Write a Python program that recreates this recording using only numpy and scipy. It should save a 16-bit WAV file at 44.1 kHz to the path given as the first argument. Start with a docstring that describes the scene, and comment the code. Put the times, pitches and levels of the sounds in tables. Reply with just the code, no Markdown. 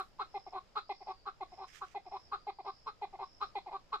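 """Partridge calling in a grassy garden

A partridge calls in four-note phrases: a harsh open-beaked bark, a round cluck, a soft cluck and a drawn note.
Each note mixes a pitched tone with single snaps of the syrinx that ring the throat; grass, trunks and rocks
scatter it. Far insects trill as pulsed bands of noise over quiet air made of coloured noise.
Something rustles once beside the right microphone, as grainy noise."""
import sys
import numpy as np
from scipy import signal
from scipy.fft import rfft, irfft, next_fast_len
from scipy.io import wavfile
from scipy.ndimage import map_coordinates

SR = 44100
rng = np.random.default_rng(int(sys.argv[2]) if len(sys.argv) > 2 else 0)


def output_pcm(signal):
    """Save a mono or channel-first signal as 16-bit PCM at the path in sys.argv[1].

    Samples are clipped to [-1, 1] before scaling.
    """
    pcm = np.clip(np.atleast_2d(signal).T, -1, 1) * 32767
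    wavfile.write(sys.argv[1], SR, np.round(pcm).astype(np.int16))


N = 176400  # samples


def amp(db):
    """Decibels to gain."""
    return 10 ** (np.asarray(db) / 20)


def unit(x):
    """Scale to rms 1."""
    return x / np.sqrt(np.mean(x ** 2) + 1e-20)


def along(points, hz):
    """Read a curve of (Hz, value) points on a log frequency axis."""
    f, v = np.transpose(points)
    return np.interp(np.log(hz + 1), np.log(f + 1), v)


def wobble(rate, size=N):
    """A smooth random curve through a given rate of knots a second."""
    knots = rng.standard_normal(size // 20 + 8)
    return map_coordinates(knots, [2 + np.arange(size) * rate / SR], mode='mirror')


def filtered(x, response):
    """Multiply the spectrum of x by a response of frequency."""
    m = next_fast_len(N + SR // 2)
    hz = np.fft.rfftfreq(m, 1 / SR)
    return irfft(rfft(x, m) * response(hz), m)[..., :N]


def noise(spectrum, alike=((1000, 1),)):
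    """Stereo noise of rms 1; the balance of mid and side sets how alike left and right are."""
    def mid_side_gains(hz):
        turn = np.arccos(np.clip(along(alike, hz), -1, 1)) / 2
        return amp(along(spectrum, hz)) * [np.cos(turn), np.sin(turn)]

    mid, side = filtered(rng.standard_normal((2, N)), mid_side_gains)
    return unit(np.array([mid + side, mid - side]))


def ramp(x):
    """A smooth step from 0 to 1."""
    return np.sin(np.pi / 2 * np.clip(x, 0, 1)) ** 2


def swell(t, length, attack, release):
    """Attack, hold and release."""
    return ramp(t / attack) * ramp((length - t) / release)


# The four notes of the phrase. Each row: start in seconds, length in seconds, mid-note pitch in Hz,
# level in dB before the throat colours it, extra rasp in dB, share of the note at which the beak starts to open.
BARK_NOTES = [(-.028, 0.061, 394.7, -42, -1, -0.36), (.183, 0.062, 403.6, -43.5, -1, -0.29),
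              (.749, 0.06, 413.6, -43, 2.5, -0.44), (1.251, .06, 404.3, -46, -4, -0.41),
              (1.804, 0.059, 397.8, -48.5, -7.5, -0.39), (2.311, 0.061, 404.2, -44.5, -3, -0.44),
              (2.856, 0.057, 433.6, -48.5, 0.5, -0.27), (3.400, .064, 405.3, -44, 2.5, -0.45),
              (3.916, .062, 413, -44, 1.5, -0.38)]
CLUCK_NOTES = [(.335, 0.05, 413, -36, -0.84, 0.53), (.888, 0.043, 402.5, -35.5, 2.7, 0.51),
               (1.400, 0.043, 393.4, -39.5, -1.2, 0.2), (1.942, .046, 408.5, -37.5, -0.32, 0.61),
               (2.464, .046, 410.6, -37, -0.4, 0.31), (3.010, 0.048, 414.6, -36.5, 0.017, 0.57),
               (3.545, 0.049, 403.3, -36, 3.6, 0.4)]
SOFT_CLUCK_NOTES = [(.460, .034, 382, -43.5, 0.028, 0.83), (1.003, 0.032, 396, -45, 0.0044, 0.67),
                    (1.515, 0.037, 360.5, -48, 0.0084, .7), (2.053, 0.04, 374, -46.5, 0, 1),
                    (2.583, .033, 391, -43, 0.02, 0.5), (3.125, 0.04, 386.5, -44, 0.0029, 0.99),
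                    (3.657, 0.047, 370.5, -42.5, 0.01, 0.91)]
DRAWN_NOTES = [(.516, 0.081, 385.7, -41, 0.0083, 0.18), (1.057, 0.076, 394, -40.5, 0.034, 0.34),
               (1.566, 0.097, 389.2, -46, 0.0058, 0.22), (2.104, 0.081, 395.7, -43.5, 0.016, 0.32),
               (2.638, .078, 400, -41, 0, 0.13), (3.181, 0.072, 392.6, -41.5, 0.0099, 0.28),
               (3.700, 0.082, 392.6, -43, 0.0095, 0.13)]


def partridge():
    """The four kinds of note of the phrase; the bark never quite locks and stays ragged."""
    barks = notes(BARK_NOTES, lead=0.12, attack=0.24, release=0.6, rise=0.33, fall=0.61, lock=0.5, sag=0.24,
                  opens_over=0.99, open_hz=1300, rough=0.29, edge_db=12.5, rasp_db=7.5)
    clucks = notes(CLUCK_NOTES, lead=0.1, attack=0.23, release=0.3, rise=0.23, fall=0.23, lock=0.93, sag=0.2,
                   opens_over=1.0, open_hz=1090, rough=0.94, edge_db=2, rasp_db=-1.5)
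    soft_clucks = notes(SOFT_CLUCK_NOTES, lead=0.047, attack=0.32, release=0.37, rise=0.14, fall=0.16, lock=0.7,
                        sag=0.25, opens_over=0.73, open_hz=950, rough=0.99, edge_db=-1, rasp_db=-6)
    drawn = notes(DRAWN_NOTES, lead=0.065, attack=0.49, release=0.42, rise=0.28, fall=0.23, lock=0.39, sag=0.14,
                  opens_over=0.74, open_hz=1116, rough=0.076, edge_db=2.5, rasp_db=-2)
    return barks + clucks + soft_clucks + drawn


# Throat colour with the beak shut and with it open. Each row: frequency in Hz, gain in dB.
THROAT_SHUT = [(300, -17), (400, -13), (800, -1), (1200, -22.5), (1600, -43), (2050, -26), (2450, -37)]
THROAT_OPEN = [(300, -3), (400, -7.5), (800, 1), (1150, 2.5), (1300, 12), (1650, -33.5), (2050, -29),
               (2450, -30)]
FLUTTER_RATE = 170.7  # knots a second in the roughness and the pitch unsteadiness
JITTER = 0.016  # pitch unsteadiness, as a share of pitch
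SCOOP, SCOOP_OVER = 0.06, 0.357  # share of pitch by which a note starts flat, share of the note spent rising
LOW_PARTIAL_SHAKE = 0.05  # roughness of the two lowest partials


def notes(rows, lead, attack, release, rise, fall, lock, sag, opens_over, open_hz, rough, edge_db, rasp_db,
          count=6):
    """Loose snaps lock into a tone on an arched pitch, then break up; the shaping times are shares of the note."""
    out, clock = np.zeros(N), np.arange(N) / SR
    for start, length, pitch_hz, db, harsh_db, opens_at in rows:
        first = max(int(start * SR), 0)
        part = slice(first, first + SR // 8)
        u = (clock[part] - start) / length  # 0 to 1 through the note
        flutter = lambda: wobble(FLUTTER_RATE, size=len(u))
        beak = ramp((u - opens_at) / opens_over)  # 0 shut, 1 open
        flat = SCOOP * (1 - ramp(u / SCOOP_OVER))
        hz = pitch_hz * (1 - sag * (u - 0.5) - flat + JITTER * flutter())
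        phase = 2 * np.pi * np.cumsum(hz) / SR
        steady = swell(u - lead, 1 - lead, attack, release)
        tone = 0
        for k in range(1, count + 1):
            partial_hz = k * abs(hz)
            throat_db = (1 - beak) * along(THROAT_SHUT, partial_hz) + beak * along(THROAT_OPEN, partial_hz)
            shake = LOW_PARTIAL_SHAKE if k <= 2 else rough
            roughness = 1 + shake * (flutter() + 1j * flutter())
            partial = np.exp(1j * (k * phase + 2 * np.pi * rng.random())) * roughness
            body = swell(u, 1, 0.45, 0.25) if k == 1 else 1  # the fundamental swells more slowly
            tone = tone + body * amp(throat_db) * partial.real / np.sqrt(0.5 + shake ** 2)
        effort = swell(u, 0.98, rise, fall)
        rattle = snaps(phase, min(lock, 1) * steady, effort, beak, open_hz, edge_db, rasp_db + harsh_db)
        out[part] += amp(db) * (steady * tone + rattle)
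    return out


# Upper resonances of the throat. Each row: frequency in Hz, level in dB with the beak shut and level in dB
# with it open (both before the rasp is added), time in seconds for the ring to peak.
UPPER_RESONANCES = [(1590, -29.5, -9, 0.00033), (2093, -21.5, -26.5, 0.0017), (2434, -22.5, -24, 0.0012),
                    (3506, -22.5, -21, 0.0014), (3843, -18.5, -9.5, 0.00086), (4053, -26, -15.5, .0012),
                    (4820, -40.5, -24.5, 0.00074), (7116, -44.5, -38, 0.0009), (8600, -46, -45.5, .0002),
                    (11300, -57.5, -42.5, .0002)]
RING_SHUT_HZ, RING_PEAK_S = 820, 0.0013  # main resonance, which climbs as the beak opens
STEADY_SLIP_S, LOOSE_SLIP_S = 0.00005, 0.00036  # random timing slip always present, and added when fully loose
SNAP_SCATTER_DB = 2  # spread of snap levels
SNAP_SKIP = 0.3  # chance that a fully loose snap drops out, never two in a row


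def snaps(phase, steady, effort, beak, open_hz, edge_db, rasp_db):
    """One syrinx snap a cycle rings the throat; where the voice is unsteady, snaps slip and drop out."""
    t = np.arange(len(phase)) / SR
    cycles = np.flatnonzero(np.diff(phase // (2 * np.pi)) > 0)
    out, last_missed = np.zeros(len(t)), False
    for i, (slip, size), luck in zip(cycles, rng.standard_normal((64, 2)), rng.random(64)):
        loose = 1 - steady[i]
        last_missed = not last_missed and luck < SNAP_SKIP * loose
        if last_missed or effort[i] == 0:
            continue
        slip_s = slip * (STEADY_SLIP_S + LOOSE_SLIP_S * loose)
        age = np.maximum(t - t[i] - slip_s, 0)
        heard = (age > 0) & (age < 0.015)
        age = age[heard]
        ring = lambda hz, s: age / s * np.exp(1 - age / s) * np.sin(2 * np.pi * hz * age)
        main_hz = RING_SHUT_HZ + beak[i] * (open_hz - RING_SHUT_HZ)
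        main = amp(edge_db) * loose * ring(main_hz, RING_PEAK_S)
        upper = sum(amp(rasp_db + shut_db + beak[i] * (open_db - shut_db)) * ring(hz, s)
                    for hz, shut_db, open_db, s in UPPER_RESONANCES)
        out[heard] += effort[i] * amp(SNAP_SCATTER_DB * size) * (main + upper)
    return out


# How much the grass scatters. Each row: frequency in Hz, share of the amplitude scattered.
GRASS_SCATTER = [(400, 0.015), (900, 0.06), (1300, 0.87), (2000, 1), (4000, 0.92), (10000, 1)]
# How long the tail lasts. Each row: frequency in Hz, time in seconds to fall by 60 dB.
TAIL_T60 = [(400, 0.24), (1200, 0.23), (4000, 0.19), (10000, 0.47)]
# How loud the tail is. Each row: frequency in Hz, gain in dB.
TAIL_GAIN = [(400, -22), (800, -20), (1200, -13), (2000, -8), (4000, -3), (9000, -6)]
# Balance of the ears. Each row: frequency in Hz, left over right in dB.
EAR_BALANCE = [(400, 3), (750, 0.5), (1200, -0.5), (2300, -5), (3700, 4), (8000, -3.5)]
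EAR_LAG_S = 0.00006  # the direct sound reaches the left this much later than the right
ECHO_S, ECHO_DB, ECHO_LOW_HZ = 0.028, -13, 900  # the nearest trunk; lower sound bends round it


def garden(x):
    """Grass scatters the treble differently to each ear; a trunk echoes, trunks and rocks add a short tail."""
    t = np.arange(SR // 3) / SR

    def spread(ir):
        ir = ir / np.linalg.norm(ir, axis=1, keepdims=True)
        return signal.fftconvolve(x[None], ir, axes=1)[:, :N]

    share = lambda hz: np.clip(along(GRASS_SCATTER, hz), 0, 1)
    lag = lambda hz: np.exp(1j * np.pi * hz * EAR_LAG_S * np.array([[-1], [1]]))
    direct = filtered(x, lambda hz: np.sqrt(1 - share(hz) ** 2) * lag(hz))
    grass_ir = rng.standard_normal((2, len(t))) * amp(-60 * t / 0.023)  # 60 dB down in 23 ms
    grass = filtered(spread(grass_ir), share)

    # The tail is noise that decays at its own pace in each band.
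    hz, s, z = signal.stft(rng.standard_normal((2, len(t))), SR, nperseg=256)
    decay = amp(-60 * s / along(TAIL_T60, hz)[:, None]) * ramp(s / 0.0045)
    tail_ir = signal.istft(z * decay, SR, nperseg=256)[1]
    tail = filtered(spread(tail_ir), lambda hz: amp(along(TAIL_GAIN, hz)))

    near = direct + grass
    bounce = lambda hz: hz / (hz + ECHO_LOW_HZ) * np.exp(-2j * np.pi * hz * ECHO_S)
    echo = amp(ECHO_DB) * filtered(near, bounce)
    balance = lambda hz: amp(along(EAR_BALANCE, hz) * np.array([[0.5], [-0.5]]))
    return filtered(near + echo + tail, balance)


# Grainy swish. Each row: time in seconds, level in dB before flicker and panning.
BRUSH_LEVEL = [(1.65, -94), (1.682, -61.5), (1.71, -66.5), (1.755, -54), (1.785, -56.5), (1.821, -69),
               (1.87, -68.5), (1.93, -66.5), (1.97, -88.5)]
# Its colour. Each row: frequency in Hz, relative density in dB per Hz.
BRUSH_SPECTRUM = [(500, -36), (1200, -2.5), (1900, 3.5), (3200, 0), (4200, -8), (6000, -2.5), (8000, -10.5),
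                  (11000, -23.5), (14500, -20)]


def brush():
    """A swish close to the right microphone: coloured noise whose level flickers fast enough to sound grainy."""
    level_db = np.interp(np.arange(N) / SR, *np.transpose(BRUSH_LEVEL), left=-150, right=-150)
    grain_db = 1.9 * wobble(330)
    pan = amp([[-12], [2.5]])  # left and right, dB
    return amp(level_db + grain_db) * noise(BRUSH_SPECTRUM, [(1000, 0.27)]) * pan


# High buzzes of the first insect. Each row: start in seconds, length in seconds, level in dB before panning.
HIGH_BUZZES = [(0.245, 0.31, -68), (0.828, .33, -67), (1.451, 0.31, -67), (2.003, 0.32, -67),
               (2.582, .35, -68), (3.169, 0.36, -67)]
# Replies of the second insect. Each row: start in seconds, length in seconds, level in dB.
REPLIES = [(0.708, 0.64, -71), (2.18, 0.71, -72.5), (3.42, 0.44, -77)]
TRILL_RISE_S, TRILL_FALL_S, TRILL_CLIMB_HZ = 0.1, 0.046, 260  # the climb is reached at full effort


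def insects():
    """One insect swells from a low buzz to a higher, louder one; a second answers lower down."""
    t = np.arange(N) / SR
    high = sum(amp(db) * swell(t - start, length, TRILL_RISE_S, TRILL_FALL_S)
               for start, length, db in HIGH_BUZZES)
    effort = high / high.max()
    high_buzz = high * trill(centre_hz=4960, width_hz=330, depth=0.36, climb=TRILL_CLIMB_HZ * effort)
    low_buzz = amp(-78.5) * (1 - effort) * trill(centre_hz=5050, width_hz=530, depth=0.47)
    replies = sum(amp(db) * swell(t - start, length, 0.16, 0.15) for start, length, db in REPLIES)
    second = replies * trill(centre_hz=4670, width_hz=240, depth=0.19)
    pan = amp([[-1], [1.2]])  # left and right, dB
    return (high_buzz + low_buzz) * pan + second


TRILL_RATE_HZ = 59  # mean pulse rate


def trill(centre_hz, width_hz, depth, climb=0):
    """A band of noise, pulsed at a wavering trill rate and shifted up by climb (Hz)."""
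    band = filtered(rng.standard_normal((2, N)), lambda hz: 1 / (1 + ((hz - centre_hz) / width_hz) ** 4))
    shift = np.exp(2j * np.pi * np.cumsum(climb * np.ones(N)) / SR)
    band = (signal.hilbert(band) * shift).real
    rate_hz = TRILL_RATE_HZ * (1 + 0.029 * wobble(5.3))
    beat = np.cos(2 * np.pi * np.cumsum(rate_hz) / SR)
    return unit(band * (1 + depth * beat))


# Colour of the air. Each row: frequency in Hz, relative density in dB per Hz.
AIR_SPECTRUM = [(25, 1), (60, -7), (150, -10), (250, -15), (600, -15), (1200, -20.5), (1800, -24),
                (3000, -26), (4500, -28.5), (6000, -33.5), (7200, -32.5), (8200, -41.5), (12500, -46.5),
                (14500, -47)]
# Width of the air. Each row: frequency in Hz, left-right likeness from 0 to 1.
AIR_LIKENESS = [(30, 0.31), (150, 0.12), (600, 0.5), (2000, 0.18), (10000, 0)]
AIR_DB = -65  # mean level


def air():
    """Quiet outdoor air: noise heavy in the lows, with a restless level."""
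    return amp(AIR_DB + 1.3 * wobble(6.6)) * noise(AIR_SPECTRUM, AIR_LIKENESS)


def scene():
    """The bird in its garden, the swish, the insects and the air."""
    return garden(partridge()) + brush() + insects() + air()


TOP_HZ = 14700  # band limit


def record(dry):
    """The recorder keeps nothing above its band limit."""
    return filtered(dry, lambda hz: hz < TOP_HZ)


dry = scene()
out = record(dry)
output_pcm(out)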